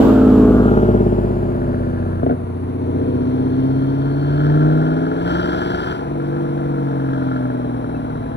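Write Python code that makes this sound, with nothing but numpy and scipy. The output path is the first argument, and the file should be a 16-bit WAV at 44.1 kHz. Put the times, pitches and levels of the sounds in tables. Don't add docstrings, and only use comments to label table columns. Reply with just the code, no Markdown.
import sys
import numpy as np
from scipy import signal
from scipy.fft import rfft, irfft, next_fast_len
from scipy.io import wavfile
from scipy.ndimage import uniform_filter1d, map_coordinates

SR = 44100
rng = np.random.default_rng(int(sys.argv[2]) if len(sys.argv) > 2 else 0)


def dump_mix(stems):
    frames = np.atleast_2d(stems).T
    limited = np.clip(frames, -1, 1)
    pcm = np.round(limited * 32767).astype(np.int16)
    wavfile.write(sys.argv[1], SR, pcm)


N = 368676
TIME = np.arange(N) / SR


# (start [s], length of the change [s])
CHANGES = [(.5, 0.24), (1.001, 0.68), (2.2, 0.35), (3.5, 1.14), (5.15, .16), (5.92, 0.24), (6.8, 0.88)]

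# (time [s], speed [rpm])
REVS = [(0.0, 2288.3), (0.55, 2119.6), (1.36, 1956.6), (2.23, 1811.2), (2.52, 1792.4), (2.7, 1830),
        (2.92, 1831), (3.49, 1943), (4.06, 2082), (5.15, 2462.5), (5.26, 2561.5), (5.87, 2938),
        (6.23, 2845), (6.35, 2925), (6.48, 2885), (6.63, 2882), (6.83, 2805), (7.08, 2695), (7.49, 2536.3),
        (8.36, 2156.5)]
# (time [s], swing [share of the revs], decay [s])
SHUFFLES = [(2.685, .019, .6), (5.215, .02, .3), (5.95, -.007, .25)]
SHUFFLE_HZ = 3.42
CRANK_JITTER = (.001, .001, .001, .0015, .0006, .003, .0024, .001)

# (level [dB], ...)
CYLINDERS = [(3, 10, 5, -4, -4, -4, 4, 4), (0, 1, 2, 6, 6, 5, -5, -5), (-4, -5, -3, 0, 0, -1, -5, -5),
             (4, 5, 4, 7, 7, 8, 10, 10), (0, -3, -1, 3, 3, 5, 4, 4), (2, -3, 2, 5, 5, 2, -5, -5),
             (3, 1, 2, 6, 6, 7, 7, 7), (-3, -4, -2, 1, 1, -3, -1, -1)]
BANK = (0, 1, 0, 1, 1, 0, 1, 0)
BANK_LAG = 0.2228

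# (time [s], drone [dB], burble [dB])
LOUDNESS = [(0, -34.5, -43.5), (.45, -32.5, -40), (1, -32, -42.5), (1.6, -39.5, -55), (2.2, -42.5, -59.5),
            (2.45, -44, -55.5), (2.72, -40.5, -51.5), (2.95, -38, -46), (3.6, -34, -46), (4.2, -36.5, -50),
            (4.65, -31.5, -46), (5.2, -40.5, -47.5), (5.95, -52.5, -51.5), (6.3, -49, -48),
            (7.25, -45, -49.5), (8.36, -48, -54.5)]
DRONE_ORDERS = (3, 6, 8, 12, 16)
# (level above the drone's base [dB], ...)
DRONE = [(13.5, 12, 14.5, -5.5, 1.5, 18.5, -7, 13.5), (8, 8, 3.5, -1.5, -7.5, -2, 12.5, 13.5),
         (-5.5, -3, 6.5, 3, 7, 14, 10, 4.5), (8.5, 7, 5.5, -4, -18, -5, 7.5, 5.5),
         (-12.5, -21.5, 0.5, 0, 3, 4.5, -9, -4.0)]
BURBLE_ORDERS = (4, 5, 7, 9, 10, 11, 13, 14, 15, 17, 18, 20, 21, 22, 23, 24, 25, 26, 28, 29, 32, 33, 35, 37)
# (level above the burble's base [dB], ...)
BURBLE = [(18, 15.5, 25.5, 11, -6.5, -4.5, -14, -10), (-3.5, -5.5, 16, -7, 0, 8.5, 2, -7),
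          (-15, -19.5, 8, -3, -15, -7, -21, -9), (-13.5, -4, 7.5, 0.5, -3.5, -14, -3, 1),
          (-3, -11.5, 14.5, -1, 3, -17, 4.5, -9), (18.5, 13.5, 8, 4.5, -3.5, -2, -0.5, -6),
          (6.5, 3, -6, -0.5, 8, 6, 3, 6.5), (13, 11.0, 16.5, 0.5, -2, -4, 12.5, 7),
          (-20.5, -10, 14.5, -10.5, 3.5, 10, -3.0, 5), (14.5, 4, -13, 0, -5.5, -2.5, -16, -2),
          (-1.5, -4.5, -7.5, 6.5, 3.5, 0, -1.5, 3.5), (-0.5, 6.0, -15, 5.5, 4.5, 1.5, 8.5, -11.5),
          (-9, 7, 12.5, -9, 9, -0.5, -3, 1.5), (8, 9, 16, -4.0, -5, -2.0, 4, -0.5),
          (5.5, 4, 5, 1, -2.5, -5.5, -13.0, -4), (8.5, 7, 8, 5.5, 3.0, -6, 1, -2),
          (-3.5, 5.5, 5, 1.5, -19, -16, -14, 3), (1, 2.5, 15.5, -1, 1, -7, -3, -7),
          (-1.5, -2.5, -22, -1.5, -7.5, 6, -3.5, 6), (4.5, -2.5, -7, 0.5, -5, 0, -5, 0),
          (0, -9, 6.5, 1.5, -7.5, -5.5, -1, -5.5), (-8.5, 1, 4, -14, 4.5, 1.0, -1, -14),
          (-8.5, 0.5, 18, -6.5, -11, -2, -14.5, -11.5), (-7, -22, 14, -12.5, 5, -7, -15, 8)]
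# (level at the pivot [dB], slope [dB per octave])
WEAK_ORDERS = [(-9, 2), (-11, 6.5), (4.5, 0), (-7, -0.5), (-9.5, 10.5), (-9, 12), (-13, 13), (-13.5, 17)]
BURBLE_WAVER_DB = 1.0

# (frequency [Hz], level [dB])
PIPE = [(60, -9), (130, 2), (200, 1.5), (250, 9.5), (300, 6.5), (350, 8), (450, 11.5), (530, -9), (620, 1),
        (720, -5), (900, -29.5)]
# (frequency [Hz], width [Hz], level [dB])
BOOMS = [(51.2, 18.5, 17), (89, 16.2, 25), (145.7, 51.8, 14.5), (262.2, 44.5, 8.5), (354.7, 30, 4.5),
         (405, 51, -5), (499.2, 20, 12), (596, 26, 11.5), (661, 45, 8), (826, 45, 17.5)]
SMEAR_MS_PER_OCTAVE = (4.4, 2.07, 3.2, 5.2, 4.4, 4, 4.54, 4.9)

# (time [s], level [dB])
JET = [(0, -39.5), (.6, -32.5), (1.15, -48.5), (1.7, -39), (2.2, -41), (2.42, -62.5), (3.3, -49.5),
       (4.14, -46), (4.44, -38.5), (5.2, -42), (5.29, -35.5), (5.9, -36.5), (6.1, -56), (6.26, -43),
       (6.73, -48), (7.33, -38), (7.55, -45.5), (8.36, -46)]
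# (rasp above the jet [dB], hiss above the jet [dB], mean turbulence [dB])
GAS = [(-5, -26.5, -37), (6.5, -22, -33), (-0.5, -20.5, -31), (5, -5.5, -33), (8.5, -11, -29.5),
       (8.5, -5.5, -24), (6.5, -13.5, -30), (4.5, -17.5, -30.5)]
TURBULENCE_FOLLOWS = 0.42
# (frequency [Hz], level [dB])
TURBULENCE = [(70, -21.5), (160, -6), (210, -13), (260, -5), (310, -4), (380, -14), (450, -7), (530, -13),
              (660, -10), (800, -9), (1000, -10), (1300, -24)]
RASP = [(600, -32.5), (900, -25.5), (1100, -5.5), (1350, 7), (1600, 3.5), (1900, -23), (3000, -52)]
HISS = [(1800, -4), (2600, -16.5), (3100, 9.5), (3700, -4.5), (4500, -3.5), (5600, -9.5), (6800, -22.5),
        (7600, -21), (8800, -24), (15000, -26)]

STEEPENING = (.7, .45, 1.1, 1.5, 1.7, 1.3, 1.4, 1.4)
# (frequency [Hz], level [dB], time to fall 60 dB [s])
TIP_MODES = [(850, -6, .014), (1100, -15, .012), (1365, 3.5, .02), (1490, 1, .016), (1590, 0, .016),
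             (1740, -4, .012)]
BARK_TILT = (-10, -12, 9, -5, -1, 6, -6, -5)
BARK_SCATTER_DB, BARK_SHARE = 2.0, .9

# (time [s], pitch [Hz], level [dB])
WHISTLE = [(2.5, 3950, -82), (3, 4000, -71), (3.55, 4330, -63.5), (4.3, 4350, -58.5), (4.7, 4000, -63),
           (6.6, 4000, -74), (7.3, 3950, -66)]

# (time [s], strength [dB])
POPS = [(2.2296, -17), (2.2636, -15), (2.293, -22.5), (2.297, -17.5), (2.3082, -20), (2.3216, -24),
        (2.34, -34)]
# (frequency [Hz], level [dB], time to fall 60 dB [s])
POP_MODES = [(55, -6, 0.1), (140, -3, 0.19), (254, 4.5, 0.19), (382, 2, 0.093), (462.5, 1.5, 0.13),
             (644, 10, 0.035), (754, 1.5, 0.026), (1490, -21, 0.033)]
POP_ECHO_S, POP_ECHO_SHARE = 0.00714, 0.3
MISFIRE_S = 2.775

# (time [s], level [dB])
ROLLING = [(0, -19.5), (.2, -27.5), (.55, -30), (1, -35.5), (1.5, -40), (2.1, -45), (3, -63), (8.36, -68.5)]
# (time [s], centre [Hz], level [dB])
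SWISH = [(0, 930, -39.5), (.08, 1146, -29.5), (.16, 1400, -33.5), (.42, 1101, -35), (.65, 1242, -34.5),
         (1.1, 1173, -53.5), (1.5, 1150, -80)]
# (frequency [Hz], level [dB])
TYRES = [(300, 16), (900, -1), (1550, -11), (2000, -22), (3000, -20.5), (4500, -28.5), (6000, -34.5),
         (7500, -29.5), (9000, -40), (12000, -33.5), (15500, -34.5)]
BREEZE = [(15, -21.5), (35, -3), (85, 2.5), (200, -3.5), (500, -36.5)]
MIC_HISS = [(1000, 21.5), (5000, -19.5), (8400, -34.5), (9400, -8), (10050, -3), (10700, -7.5),
            (11500, -35.5), (15500, -18)]

# (time [s], lead of the left microphone [ms])
BEARING = [(0, -.08), (.4, 0), (.55, .13), (.7, .32), (1.2, .42), (2.2, .485), (3.2, .51), (8.36, .52)]
# (time [s], pitch [Hz], peak [dB], length [s])
CHIRP = (7.958, 2620, -50, .012)
CUTOFF_HZ = 15750


def from_db(db):
    return 10 ** (np.asarray(db) / 20)


def rms_one(x):
    return x / np.sqrt(np.mean(x ** 2) + 1e-20)


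def in_time(rows):
    s, *columns = np.transpose(rows)
    return [np.interp(TIME, s, column) for column in columns]


def at_hz(points, hz):
    f, db = np.transpose(points)
    return np.interp(np.log(hz + 1e-3), np.log(f), db)


def noise(spectrum):
    size = next_fast_len(N)
    hz = np.arange(size // 2 + 1) * SR / size + 1e-3
    lowest, highest = spectrum[0][0], spectrum[-1][0]
    ends = (1 + (lowest / hz) ** 4) * (1 + (hz / highest) ** 4)
    gain = from_db(at_hz(spectrum, hz)) / np.sqrt(ends)
    white = rfft(rng.standard_normal(size))
    return rms_one(irfft(white * gain, size)[:N])


def drift(rate_hz):
    step = 40
    r = np.exp(-2 * np.pi * rate_hz * step / SR)
    white = rng.standard_normal(N // step + 2002)
    slow = signal.lfilter([1], [1, -2 * r, r * r], white)[2000:]
    return np.interp(np.arange(N) / step, np.arange(len(slow)), rms_one(slow))


def ring(clicks, hz, t60):
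    r, w = from_db(-60 / (t60 * SR)), 2 * np.pi * hz / SR
    return signal.lfilter([0, np.sin(w)], [1, -2 * r * np.cos(w), r * r], clicks + 1e-18)


def decaying(clicks, decay_s):
    return signal.lfilter([1], [1, -np.exp(-1 / (decay_s * SR))], clicks)


def narrow_noise(hz, width_hz):
    phase = 2 * np.pi * np.cumsum(hz) / SR
    return drift(width_hz) * np.cos(phase) + drift(width_hz) * np.sin(phase)


def engine_state():
    begun = [np.clip((TIME - s) / length_s, 0, 1) for s, length_s in CHANGES]
    return -np.diff([np.ones(N), *begun, np.zeros(N)], axis=0)


def firing_slots():
    return (np.arange(len(BANK)) + BANK_LAG * np.array(BANK)) / len(BANK)


def exhaust_note(cycle, cycle_hz, state, drone_waver_db=0.77, tilt_db=4.5, pivot_hz=350, count=60):
    grid = np.arange(2048.)
    boom_db = sum(db / (1 + (2 * (grid - hz) / width) ** 2) for hz, width, db in BOOMS)
    pipe_db = at_hz(PIPE, grid) + boom_db
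    pipe_log = np.log(from_db(pipe_db))
    pipe_turn = -signal.hilbert(np.r_[pipe_log, pipe_log[::-1]]).imag[:len(grid)]
    blows = from_db(CYLINDERS)
    smear_s = np.array(SMEAR_MS_PER_OCTAVE) @ state / 1000
    drone_db, burble_db = in_time(LOUDNESS)
    weak_db, weak_slope_db = np.transpose(WEAK_ORDERS) @ state
    out = 0
    for k in range(DRONE_ORDERS[0], count):
        hz = k * cycle_hz
        octaves = np.log2(hz / pivot_hz)
        if k in DRONE_ORDERS:
            own_db = DRONE[DRONE_ORDERS.index(k)] @ state
            db = drone_db + own_db + drone_waver_db * drift(7.4)
        else:
            if k in BURBLE_ORDERS:
                own_db = BURBLE[BURBLE_ORDERS.index(k)] @ state
            else:
                own_db = weak_db + weak_slope_db * octaves
            db = burble_db + own_db + BURBLE_WAVER_DB * drift(5.6)
        firing = np.angle(np.exp(-2j * np.pi * k * firing_slots()) @ blows)
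        smear = 2 * np.pi * smear_s * (hz * octaves - (hz - pivot_hz) / np.log(2))
        phase = 2 * np.pi * k * cycle + np.unwrap(firing) @ state + np.interp(hz, grid, pipe_turn) + smear
        level = from_db(db + np.interp(hz, grid, pipe_db) + tilt_db * octaves)
        out = out + level * np.sqrt(2) * np.cos(phase)
    return out


def puffs(cycle, state, decay=1.0, rise=0.88, scatter_db=1.0, steady=0.45):
    count = len(BANK)
    chance = rng.standard_normal((int(cycle[-1]) + 3, count))
    flow = steady
    for j, slot in enumerate(firing_slots()):
        turn, age = np.divmod(cycle - slot + 1, 1)
        intervals = age * count
        blow_db = np.array(CYLINDERS[j]) @ state + scatter_db * chance[turn.astype(int), j]
        swell = np.exp(-intervals / decay) - np.exp(-intervals / rise)
        flow = flow + from_db(blow_db) * swell * 2
    return rms_one(flow)


def fronts(cycle, state):
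    clicks = np.zeros(N)
    for slot, blow_db in zip(firing_slots(), np.array(CYLINDERS) * STEEPENING):
        at = np.flatnonzero(np.diff(np.floor(cycle - slot)))
        scatter_db = BARK_SCATTER_DB * rng.standard_normal(len(at))
        clicks[at] = from_db(blow_db @ state[:, at] + scatter_db)
    power = np.abs(uniform_filter1d(clicks ** 2, size=SR // 4))
    return clicks / np.sqrt(power + 1e-9)


def bark(clicks, state, pivot_hz=1400, scatter_db=2.5):
    tilt_db = np.array(BARK_TILT) @ state
    rings = 0
    for k, (hz, db, t60) in enumerate(TIP_MODES):
        chance_db = scatter_db * np.clip(rng.standard_normal(N), -2, 2)
        strength = from_db(db + tilt_db * np.log2(hz / pivot_hz) + chance_db)
        rings = rings + (-1) ** k * ring(clicks * strength, hz, t60)
    band = signal.butter(3, [700, 1950], "band", fs=SR, output="sos")
    return rms_one(signal.sosfilt(band, rings))


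def exhaust_gas(flow, clicks, state, turbulence_pulsing=0.3, hiss_pulsing=0.3, spit_s=0.0022):
    rasp_db, hiss_db, turbulence_db = np.transpose(GAS) @ state
    jet_db, burble_db = in_time(JET)[0], in_time(LOUDNESS)[1]
    churn_db = turbulence_db + TURBULENCE_FOLLOWS * (burble_db - burble_db.mean())
    churn = from_db(churn_db) * noise(TURBULENCE) * rms_one(1 + turbulence_pulsing * (flow - 1))
    breath = np.sqrt(1 - BARK_SHARE ** 2) * noise(RASP) * flow
    rasp = from_db(jet_db + rasp_db) * (BARK_SHARE * bark(clicks, state) + breath)
    spit = rms_one(decaying(clicks, spit_s))
    hiss = from_db(jet_db + hiss_db) * noise(HISS) * rms_one(1 + hiss_pulsing * (spit - 1))
    return churn + rasp + hiss


def tyre_level(gain_db=5.5):
    return from_db(in_time(ROLLING)[0] + gain_db)


def tyre_swish(width_hz=110):
    hz, db = in_time(SWISH)
    return from_db(db) * narrow_noise(hz, width_hz)


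def roadside(car, shade=0.39, shade_hz=800, echo_cut_hz=4500, count=14):
    lead_s = in_time(BEARING)[0] / 1000
    late = map_coordinates(car, [(TIME - lead_s) * SR], order=3, mode="nearest")
    shade_band = signal.butter(1, [shade_hz / 2, shade_hz * 2], "band", fs=SR, output="sos")
    middle = signal.sosfilt(shade_band, late)
    direct = np.array([car, late - shade * lead_s / lead_s.max() * middle])
    echo_band = signal.butter(2, [450, echo_cut_hz], "band", fs=SR, output="sos")
    scattered = signal.sosfilt(echo_band, car)
    lags = (rng.uniform(.02, .22, (2, count)) * SR).astype(int)
    echoes = np.array([sum(np.pad(scattered, (lag, 0))[:N] for lag in row) for row in lags])
    return direct + from_db(-17) * echoes / np.sqrt(count)


def breeze(level_db=-38.0, apart=0.36):
    own = np.array([noise(BREEZE), noise(BREEZE)])
    return from_db(level_db + 2 * drift(2.7)) * (noise(BREEZE) + apart * own)


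def mic_hiss(level_db=-44.5):
    return from_db(level_db) * np.array([noise(MIC_HISS), noise(MIC_HISS)])


def lope(cycle, just_past, depth=.07, peak_at=.09):
    return 1 + depth * just_past * np.cos(2 * np.pi * (cycle - peak_at))


def afterfire(level_db=-1.0, crack_db=-9.0, crack_s=0.004, roar_db=-11.0, roar_s=.011, soft_hz=1900):
    clicks, out = np.zeros(N), 0
    for s, db in POPS:
        clicks[round(s * SR)] += from_db(db)
        clicks[round((s + POP_ECHO_S) * SR)] += POP_ECHO_SHARE * from_db(db)
    for k, (hz, mode_db, t60) in enumerate(POP_MODES):
        out = out + (-1) ** k * from_db(mode_db) * ring(clicks, hz, t60)
    crack = (noise(RASP) + 0.31 * noise(HISS)) * decaying(clicks + 1e-18, crack_s)
    roar = noise(TURBULENCE) * decaying(clicks + 1e-18, roar_s)
    out = out + from_db(crack_db) * crack + from_db(roar_db) * roar
    soften = signal.butter(2, soft_hz, fs=SR, output="sos")
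    return from_db(level_db) * signal.sosfilt(soften, out)


def gas_whistle(width_hz=130, lower_hz=3200, lower_db=0.5):
    hz, db = in_time(WHISTLE)
    lower = from_db(lower_db) * narrow_noise(np.full(N, lower_hz), width_hz)
    return from_db(db) * (narrow_noise(hz, width_hz) + lower)


def shuffle():
    out = 0
    for s, swing, decay_s in SHUFFLES:
        age = np.maximum(TIME - s, 0)
        out = out + swing * np.exp(-age / decay_s) * np.sin(2 * np.pi * SHUFFLE_HZ * age)
    return out


def misfire(depth=0.5, length_s=0.0074):
    return 1 - depth * np.exp(-((TIME - MISFIRE_S) / length_s) ** 2)


def bird():
    s, hz, db, length_s = CHIRP
    return from_db(db) * np.exp(-((TIME - s) / length_s) ** 2) * np.sin(2 * np.pi * hz * TIME)


def scene():
    cycle_hz = in_time(REVS)[0] / 120
    state = engine_state()
    jitter = np.array(CRANK_JITTER) @ state * drift(11.9)
    cycle = np.cumsum(cycle_hz * (1 + shuffle() + jitter)) / SR
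    gas = exhaust_gas(puffs(cycle, state), fronts(cycle, state), state)
    engine = exhaust_note(cycle, cycle_hz, state) + gas
    exhaust = engine * lope(cycle, state[1]) * misfire() + gas_whistle() + afterfire()
    rolling = tyre_level()
    wide_tyres = rolling * np.array([noise(TYRES), noise(TYRES)])
    car = roadside(exhaust + tyre_swish() + .5 * rolling * noise(TYRES)) + wide_tyres
    return car + bird() + breeze() + mic_hiss()


def record(dry, fade_s=.002):
    rounded = dry / (1 + dry ** 8) ** (1 / 8)
    held = np.minimum(TIME / fade_s, 1) * rounded
    return signal.sosfilt(signal.ellip(10, .1, 90, CUTOFF_HZ, fs=SR, output="sos"), held)


dry = scene()
out = record(dry)
dump_mix(out)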